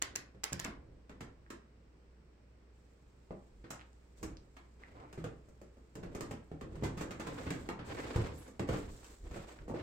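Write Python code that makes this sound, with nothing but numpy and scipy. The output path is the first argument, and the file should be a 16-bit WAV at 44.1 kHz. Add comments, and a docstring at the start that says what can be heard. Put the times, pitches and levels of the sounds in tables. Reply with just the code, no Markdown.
"""A furnished, low-ceilinged room with old wide floorboards, heard from a hand-held stereo microphone.
Someone walks slowly. Stuck joints snap dryly under the first shift of weight; then each step thuds the
floor, knocks a plank and clacks on grit, while soles scuff, joists heave and slipping joints creak.
Clothes rustle, glassware clinks once, and an appliance hums faintly in the background."""
import sys
import numpy as np
from scipy import signal
from scipy.fft import rfft, irfft, next_fast_len
from scipy.io import wavfile
from scipy.ndimage import uniform_filter1d

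SR = 44100
rng = np.random.default_rng(int(sys.argv[2]) if len(sys.argv) > 2 else 0)


def generate_wav(signal):
    """Clip the signal to [-1, 1] and save it as 16-bit WAV at the path in sys.argv[1]."""
    frames = np.transpose(np.atleast_2d(signal))
    scaled = np.clip(frames, -1, 1) * 32767
    pcm = np.round(scaled).astype(np.int16)
    wavfile.write(sys.argv[1], SR, pcm)


N = 433062
TIME = np.arange(N) / SR
HIT_TIME = np.arange(SR * 2 // 3) / SR

# Event levels are given before the trims in each source's function.
# the room's decay: (frequency [Hz], t60 [s])
ROOM_DECAY = [(100, 0.51), (300, 0.35), (1000, 0.41), (2500, 0.31), (6000, 0.25), (10000, 0.2),
              (16000, 0.094)]
# likeness of left and right at the microphone: (frequency [Hz], coherence [0-1])
COHERENCE = [(60, 1), (130, 0.88), (290, 0.9), (640, 0.13), (1300, 0), (3000, 0), (15000, 0)]
# still air in the room: (frequency [Hz], density [dB])
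AIR_SPECTRUM = [(20, -1), (40, -0.5), (90, -1.5), (250, -6), (450, -8), (700, -17.5), (1200, -20),
                (2400, -24.5), (3500, -31.5), (5500, -31.5), (6500, -38), (8200, -33.5), (10300, -58),
                (15500, -46)]

# weight moving onto another board: (start [s], length [s], joist heave [dB], board groan [dB])
WEIGHT_SHIFTS = [(0, 0.19, -71, -56.5), (.52, 0.42, -58.5, -58.5), (1.09, 0.2, -60.5, -57.5),
                 (3.487, 0.071, -56, -74), (4.187, 0.11, -50, -50.5), (4.873, 0.48, -64, -57.5),
                 (5.935, 0.34, -54, -48), (6.598, 0.47, -53, -49), (7.08, 0.62, -60, -49),
                 (7.85, .48, -60, -47), (8.617, .3, -46, -54.5), (9.197, 0.11, -45, -55),
                 (9.575, 0.099, -48.5, -55), (9.657, 0.14, -62, -47)]
# heaving joists: (frequency [Hz], density [dB])
HEAVE_SPECTRUM = [(22, -5.5), (37, -7.5), (48, 2.5)]
# groaning boards: (frequency [Hz], density [dB])
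GROAN_SPECTRUM = [(75, 1), (130, -0.5), (190, -9), (300, -3), (440, -8), (560, -12)]

# a leg swings and its sole drags: (start [s], length [s], sole [dB], clothes [dB])
LEG_SWINGS = [(4.15, 0.11, -72, -69), (4.783, 0.25, -63.5, -78), (6.103, 0.2, -62, -71),
              (6.695, 0.76, -63.5, -74), (7.23, 0.27, -52, -62.5), (7.358, 0.073, -47.5, -59.5),
              (7.507, .13, -56, -62.5), (7.841, 0.39, -46, -60), (8.316, 0.15, -60, -64),
              (8.667, 0.12, -49, -57), (8.822, 0.32, -62.5, -62), (9.217, .1, -61, -68),
              (9.32, 0.055, -49, -59.5), (9.46, 0.028, -49.5, -60), (9.747, 0.054, -48.5, -71)]
# a sole sliding on wood: (frequency [Hz], density [dB])
SCUFF_SPECTRUM = [(250, 7.5), (480, 7), (750, 1.5), (1300, -1.5), (2200, -5), (3300, -11.5), (5000, -15.5)]
# brushing clothes: (frequency [Hz], density [dB])
CLOTH_SPECTRUM = [(3500, -0.5), (6000, -1), (6800, 3), (7700, 6), (8700, -0.5), (10300, -17), (12500, -9),
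                  (15500, -13)]

# modes of a small piece of glassware: (frequency [Hz], level [dB], t60 [s])
GLASS_RING = [(8050, -6, 0.13), (11100, -6, 0.33), (12700, -10, 0.18), (15400, -17, 0.14)]
# joints slipping once or in a run: (time [s], length [s], level [dB], resonance [Hz], t60 [cycles])
JOINT_CREAKS = [(1.464, .002, -68, 1690, 8.1), (3.795, 0.025, -58, 2470, 1.4),
                (3.931, .004, -78.5, 7400, 7.6), (4.37, .008, -63, 5200, 7.7), (4.836, .002, -55, 1970, 17),
                (4.87, 0.26, -71, 2140, 12), (4.95, .12, -55, 980, 2.7), (7.962, 0.065, -51, 1900, 4.2),
                (9.589, .002, -60.5, 1770, 4.4)]
# dry snaps of a loaded board: (time [s], crack [dB], ping [dB])
BOARD_SNAPS = [(0.0183, -38.5, -37), (0.155, -42, -41), (0.4357, -39, -39.5), (0.526, -44, -43),
               (0.5941, -43.5, -47), (0.6433, -44.5, -50)]
# cracking wood: (frequency [Hz], density [dB])
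CRACK_SPECTRUM = [(280, -2.5), (700, -4.5), (1100, -2.5), (1700, 1.5), (2800, -3), (4000, -5.5), (5500, -4),
                  (7500, -11), (10000, -15), (15500, -15)]

# foot contacts: (time [s], floor thud [dB], plank knock [dB], sole clack [dB], grit [dB], roll [s])
FOOT_CONTACTS = [(0.347, -62, -59.5, -73, -86, 0.0044), (0.521, -40.5, -47, -72, -64, 0.0066),
                 (0.65, -47, -44.5, -45, -67, 0.0033), (1.095, -63, -54, -58, -71, 0.0029),
                 (1.207, -50, -49.5, -51, -61, .004), (1.503, -62, -49.5, -51.5, -57.5, .004),
                 (3.307, -55, -43, -63, -95, 0.0027), (3.641, -60, -53.5, -59.5, -88, 0.0066),
                 (3.705, -54.5, -52.5, -48, -49, 0.0051), (4.229, -51, -43, -50, -51, 0.0052),
                 (4.567, -75, -62, -57, -71, 0.0032), (5.128, -60, -60, -57.5, -64, 0.0034),
                 (5.176, -43, -45, -58.5, -72, .012), (5.241, -45, -41, -50.5, -60.5, 0.0058),
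                 (5.486, -63, -58.5, -80, -75, .006), (5.615, -73, -53, -67, -71, 0.003),
                 (5.77, -80, -61, -77, -84, 0.0035), (5.954, -54, -49, -58, -59.5, 0.0032),
                 (6.03, -51, -47.5, -54.5, -69.5, .007), (6.149, -65, -43, -52.5, -57, 0.0051),
                 (6.208, -46, -44, -49, -51, 0.0023), (6.31, -46, -44.5, -51, -58, 0.0052),
                 (6.515, -46, -46.5, -64, -78, .005), (6.611, -52, -46.5, -54.5, -65, 0.0037),
                 (6.755, -47.5, -53.5, -59.5, -71, .005), (6.824, -37.5, -38, -58, -74, .005),
                 (6.835, -62, -39, -44, -52.5, 0.01), (6.971, -44, -51, -50, -58, 0.015),
                 (7.009, -58, -40, -46.5, -53, 0.0068), (7.108, -58, -48, -48.5, -58, 0.0048),
                 (7.197, -59, -45, -46.5, -56, 0.0082), (7.268, -50, -44, -45.5, -58, 0.0055),
                 (7.465, -41, -43, -47.5, -68, .012), (7.505, -42, -38.5, -42.5, -51, 0.0027),
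                 (7.689, -64, -40, -43, -57, 0.0021), (7.791, -46.5, -48.5, -51, -90, 0.0071),
                 (8.16, -28, -34.5, -44, -54.5, 0.0035), (8.269, -64, -52, -53.5, -64, 0.0033),
                 (8.479, -68, -52, -64, -65, 0.0031), (8.595, -38.5, -37.5, -45, -55.5, 0.0023),
                 (8.689, -34, -35, -45.5, -58, 0.0045), (8.73, -38, -38, -46.5, -64, 0.011),
                 (9.044, -74, -82, -59.5, -62, 0.0041), (9.311, -52, -53, -58, -69, 0.0055),
                 (9.36, -48.5, -46.5, -56.5, -67, 0.01), (9.68, -58, -45.5, -61, -67.5, .012),
                 (9.698, -52, -40, -64, -72, 0.0048), (9.74, -55, -39, -56.5, -72, 0.0089)]
# modes of the floor on its joists: (nominal frequency [Hz], level [dB], t60 [s])
FLOOR_RING = [(76.7, -2, .22), (107.4, -7, 0.22), (115.8, 3, 0.16), (155.8, 1, 0.28), (180.4, -6, 0.24)]
# modes of a single plank: (nominal frequency [Hz], level [dB], t60 [s])
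PLANK_RING = [(207.7, -2, 0.059), (277.7, -2, 0.071), (337, -1.5, 0.074), (431.5, -0.5, 0.052),
              (526, -2.5, 0.037), (630, 0, 0.012), (830, -4.5, 0.013), (1178, -2, 0.01)]
# a sole striking wood: (frequency [Hz], density [dB])
SOLE_SPECTRUM = [(600, 2.5), (1200, 4), (2100, 0.5), (3200, -6.5), (4800, -12)]
# grit underfoot: (frequency [Hz], density [dB])
GRIT_SPECTRUM = [(3300, -6), (5200, 6.5), (7300, 11.5), (8700, 7), (10200, -10), (12000, -0.5),
                 (15500, -4.5)]


def amp(db):
    """Decibels to gain."""
    return 10 ** (np.asarray(db) / 20)


def lookup(points, hz):
    """A table's value at hz, interpolated on a log-frequency axis."""
    frequency, value = np.transpose(points)
    return np.interp(np.log(hz + 1), np.log(frequency), value)


def spectrum(points, hz):
    """Gain of a spectrum table, falling away steeply beyond its ends."""
    octaves_outside = abs(np.log2((hz + 1) / np.clip(hz + 1, points[0][0], points[-1][0])))
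    return amp(lookup(points, hz) - np.minimum(20 * octaves_outside, 80))


def place(mix, start_s, hit, db):
    """Mixes in a stereo hit, scaled so that its loudest 20 ms have an rms level of db."""
    peak_power = uniform_filter1d((hit ** 2).mean(0), 880, mode="constant").max()
    part = mix[:, max(round(start_s * SR), 0):][:, :hit.shape[1]]
    part += hit[:, :part.shape[1]] * amp(db) / np.sqrt(peak_power + 1e-20)


def through(x, response):
    """Convolution, cut to the length of one hit."""
    return signal.fftconvolve(np.atleast_2d(x), np.atleast_2d(response), axes=1)[:, :len(HIT_TIME)]


def lowpass(x, hz):
    """Softens the treble above hz."""
    return signal.sosfilt(signal.butter(2, hz, fs=SR, output="sos"), x)


def colour(points, size=2048):
    """The causal impulse response of a spectrum."""
    log_gain = np.log(spectrum(points, abs(np.fft.fftfreq(size, 1 / SR))))
    minimum_phase = np.exp(np.conj(signal.hilbert(log_gain)))
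    return np.fft.ifft(minimum_phase).real[:size // 2]


def ring(modes, tuning=1):
    """Dying sines of a struck object; the spot that is struck sets each one's sign."""
    return sum(rng.choice([-1, 1]) * amp(db - 60 * HIT_TIME / t60)
               * np.sin(2 * np.pi * hz * tuning * HIT_TIME) for hz, db, t60 in modes)


def noise(count, points=None):
    """Stereo noise of rms 1, alike in both channels in the bass."""
    size = next_fast_len(count)
    hz = np.fft.rfftfreq(size, 1 / SR)
    coherence = np.clip(lookup(COHERENCE, hz), -1, 1)
    mid, side = rfft(rng.standard_normal((2, size))) * np.sqrt([1 + coherence, 1 - coherence])
    gain = spectrum(points, hz) if points else 1
    x = irfft(np.array([mid + side, mid - side]) * gain, size)[:, :count]
    return x / x.std()


def wander(depth_db, samples):
    """An uneven, smoothly wandering gain of rms 1."""
    drift = uniform_filter1d(uniform_filter1d(rng.standard_normal(N), samples), samples // 2)
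    gain = amp(depth_db * drift / drift.std())
    return gain / np.sqrt(np.mean(gain ** 2))


def swell(start, length, attack_s, release_s):
    """Attack, hold and a dying release, as a gain for every sample."""
    age = TIME - start
    return np.clip(age / attack_s, 0, 1) * np.exp(-np.clip((age - length) / release_s, 0, 20))


def contact(roll_s, per_s, crunch, channels=2):
    """A first touch, then a shower of tiny ones that swells and dies as the pressure spreads."""
    shape, age = (channels, len(HIT_TIME)), HIT_TIME / max(roll_s, 1e-4)
    grains = rng.standard_normal(shape) * (rng.random(shape) < per_s / SR)
    grains *= np.sqrt(age) * np.exp(-age)
    force = crunch * grains / (np.linalg.norm(grains, axis=1, keepdims=True) + 1e-9)
    force[:, 0] -= 1  # the first touch
    return force


def room_echo(build_s=0.0016):
    """The room's echo from one spot on the floor; the treble dies first."""
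    hz, age, bands = signal.stft(noise(len(HIT_TIME)), SR, nperseg=256)
    decay = amp(-60 * age / lookup(ROOM_DECAY, hz)[:, None])
    tail = signal.istft(bands * decay, SR, nperseg=256)[1][:, :len(HIT_TIME)]
    tail *= 1 - np.exp(-HIT_TIME / build_s)
    return tail / np.linalg.norm(tail[0])


def at_mic(x, echo, wet_db, lag=18):
    """Direct sound, reaching the farther, left side of the microphone lag samples late, plus echo."""
    left, right = np.broadcast_to(x, echo.shape)
    direct = np.array([np.pad(left, (lag, 0))[:len(right)], right])
    return direct + amp(wet_db) * through(x, echo)


def room_tone(hum_hz=60.1, hum_db=-62.5, air_db=-64.5):
    """The background: a wavering appliance hum in still air."""
    hum = np.sqrt(2) * np.sin(2 * np.pi * hum_hz * TIME) * wander(depth_db=1.5, samples=6000)
    return amp(hum_db) * hum + amp(air_db) * noise(N, AIR_SPECTRUM)


def floor_rumble(heave_trim_db=-1, groan_trim_db=-2):
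    """Joists heave and boards groan as the weight moves onto them, then settle."""
    joist_load, board_load = np.zeros((2, N))
    for start, length, joist_db, board_db in WEIGHT_SHIFTS:
        load = swell(start, length, attack_s=0.05, release_s=0.092)
        joist_load = np.maximum(joist_load, amp(joist_db + heave_trim_db) * load)
        board_load = np.maximum(board_load, amp(board_db + groan_trim_db) * load)
    return noise(N, HEAVE_SPECTRUM) * joist_load + noise(N, GROAN_SPECTRUM) * board_load


def glass_clink(time_s=8.377, db=-63):
    """The shaking floor makes two pieces of glassware touch."""
    out = np.zeros((2, N))
    place(out, time_s, at_mic(ring(GLASS_RING), room_echo(), wet_db=-2), db)
    return out


def scuff_and_rustle(cloth_trim_db=-3, walking_from_s=2.72, attack_s=0.028):
    """As a leg swings, the sole drags with an uneven, gritty grip and the clothes brush and crinkle."""
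    drag = np.zeros(N)
    # once the walker is under way, the clothes keep brushing softly between swings
    brush = amp(-80.5) * np.clip((TIME - walking_from_s) / attack_s, 0, 1)
    for start, length, sole_db, clothes_db in LEG_SWINGS:
        speed = swell(start, length, attack_s, release_s=0.081)
        drag = np.maximum(drag, amp(sole_db) * speed)
        brush = np.maximum(brush, amp(clothes_db) * speed)
    scuff = noise(N, SCUFF_SPECTRUM) * drag * wander(2.5, samples=600) * wander(1.1, samples=60)
    rustle = noise(N, CLOTH_SPECTRUM) * brush * wander(1.5, samples=700) * wander(2, samples=40)
    return scuff + amp(cloth_trim_db) * rustle


def joint_creaks(typical_slips_per_s=170):
    """A joint sticks and slips unevenly; each slip rings the wood for a few cycles."""
    out, count = np.zeros((2, N)), len(HIT_TIME)
    for start, length, db, hz, cycles in JOINT_CREAKS:
        jitter = np.repeat(rng.standard_normal(count), 200)[:count]
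        slip_rate = typical_slips_per_s * np.exp(0.43 * jitter)
        slips = np.diff(np.floor(np.cumsum(slip_rate) / SR), prepend=-1)
        force = slips * (HIT_TIME < length) * rng.uniform(0.18, 1, count)
        wood = lowpass(np.gradient(ring([(hz, 0, cycles / hz)])), hz=min(0.7 * hz, SR / 3))
        place(out, start, at_mic(through(force, wood), room_echo(), wet_db=-5), db)
    return out


def board_snaps(first_trim_db=-3, second_trim_db=-4, ping_trim_db=2.5, slip_s=0.0046):
    """A stuck joint cracks, then slips home with a second crack and a short bright ping."""
    out, wood = np.zeros((2, N)), colour(CRACK_SPECTRUM)
    for start, crack_db, ping_db in BOARD_SNAPS:
        echo = room_echo()
        first = through(contact(0.0014, per_s=8900, crunch=3.1), wood)
        second = through(contact(0.00078, per_s=9000, crunch=0.4), wood)
        tap = contact(0.00057, per_s=9300, crunch=0.93)
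        ping = through(tap, ring([(7100, 0, 0.0039), (5400, -6, 0.002)]))
        place(out, start, at_mic(first, echo, wet_db=1), crack_db + first_trim_db)
        # channels swapped: the slip reaches the left first
        place(out, start + slip_s, at_mic(second, echo, wet_db=-7)[::-1], crack_db + second_trim_db)
        place(out, start + slip_s, at_mic(ping, echo, wet_db=-20, lag=22)[::-1], ping_db + ping_trim_db)
    return out


def footsteps(thud_trim_db=-1, tuning_spread=0.036, flat_s=0.023, first_touch_s=0.0018):
    """Each contact pushes the whole floor, rings a plank and clacks the sole on gritty wood."""
    out, sole, grit = np.zeros((2, N)), colour(SOLE_SPECTRUM), colour(GRIT_SPECTRUM)
    for start, thud_db, knock_db, clack_db, grit_db, roll_s in FOOT_CONTACTS:
        echo = room_echo()
        floor_tuning, plank_tuning = np.exp(tuning_spread * rng.standard_normal(2))  # no two ring alike
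        # heel to toe: the rest of the foot lands flat a moment later, softer
        for delay, thud_drop_db, knock_drop_db in [(0, 0, 0), (flat_s, -5.5, -9.5)]:
            push = contact(roll_s, per_s=900, crunch=0.43, channels=1)
            # a yielding heel passes no treble to the wood
            floor = lowpass(ring(FLOOR_RING, floor_tuning), hz=352)
            plank = lowpass(through(push, ring(PLANK_RING, plank_tuning)), hz=1390)
            thud = at_mic(floor, echo, wet_db=-9, lag=6)
            knock = at_mic(plank, echo, wet_db=-1, lag=12)
            place(out, start + delay, thud, thud_db + thud_trim_db + thud_drop_db)
            place(out, start + delay, knock, knock_db + knock_drop_db)
        crunch = roll_s / first_touch_s  # the longer the roll, the less the first touch stands out
        clack = through(contact(roll_s, per_s=2500, crunch=crunch), sole)
        grind = through(contact(roll_s, per_s=1800, crunch=crunch), grit)
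        place(out, start, at_mic(clack, echo, wet_db=0.5), clack_db)
        place(out, start, at_mic(grind, echo, wet_db=-0.5), grit_db)
    return out


def scene():
    """The walk and the room at the microphone, a little louder on the right."""
    hits = footsteps() + board_snaps() + joint_creaks() + glass_clink()
    return (hits + scuff_and_rustle() + floor_rumble() + room_tone()) * amp([[-0.5], [0.5]])


def record(dry):
    """The recorder's band limit."""
    band_limit = signal.firwin(255, cutoff=16100, window=("kaiser", 8), fs=SR)
    return signal.oaconvolve(dry, band_limit[None], "same", axes=1)


dry = scene()
out = record(dry)
generate_wav(out)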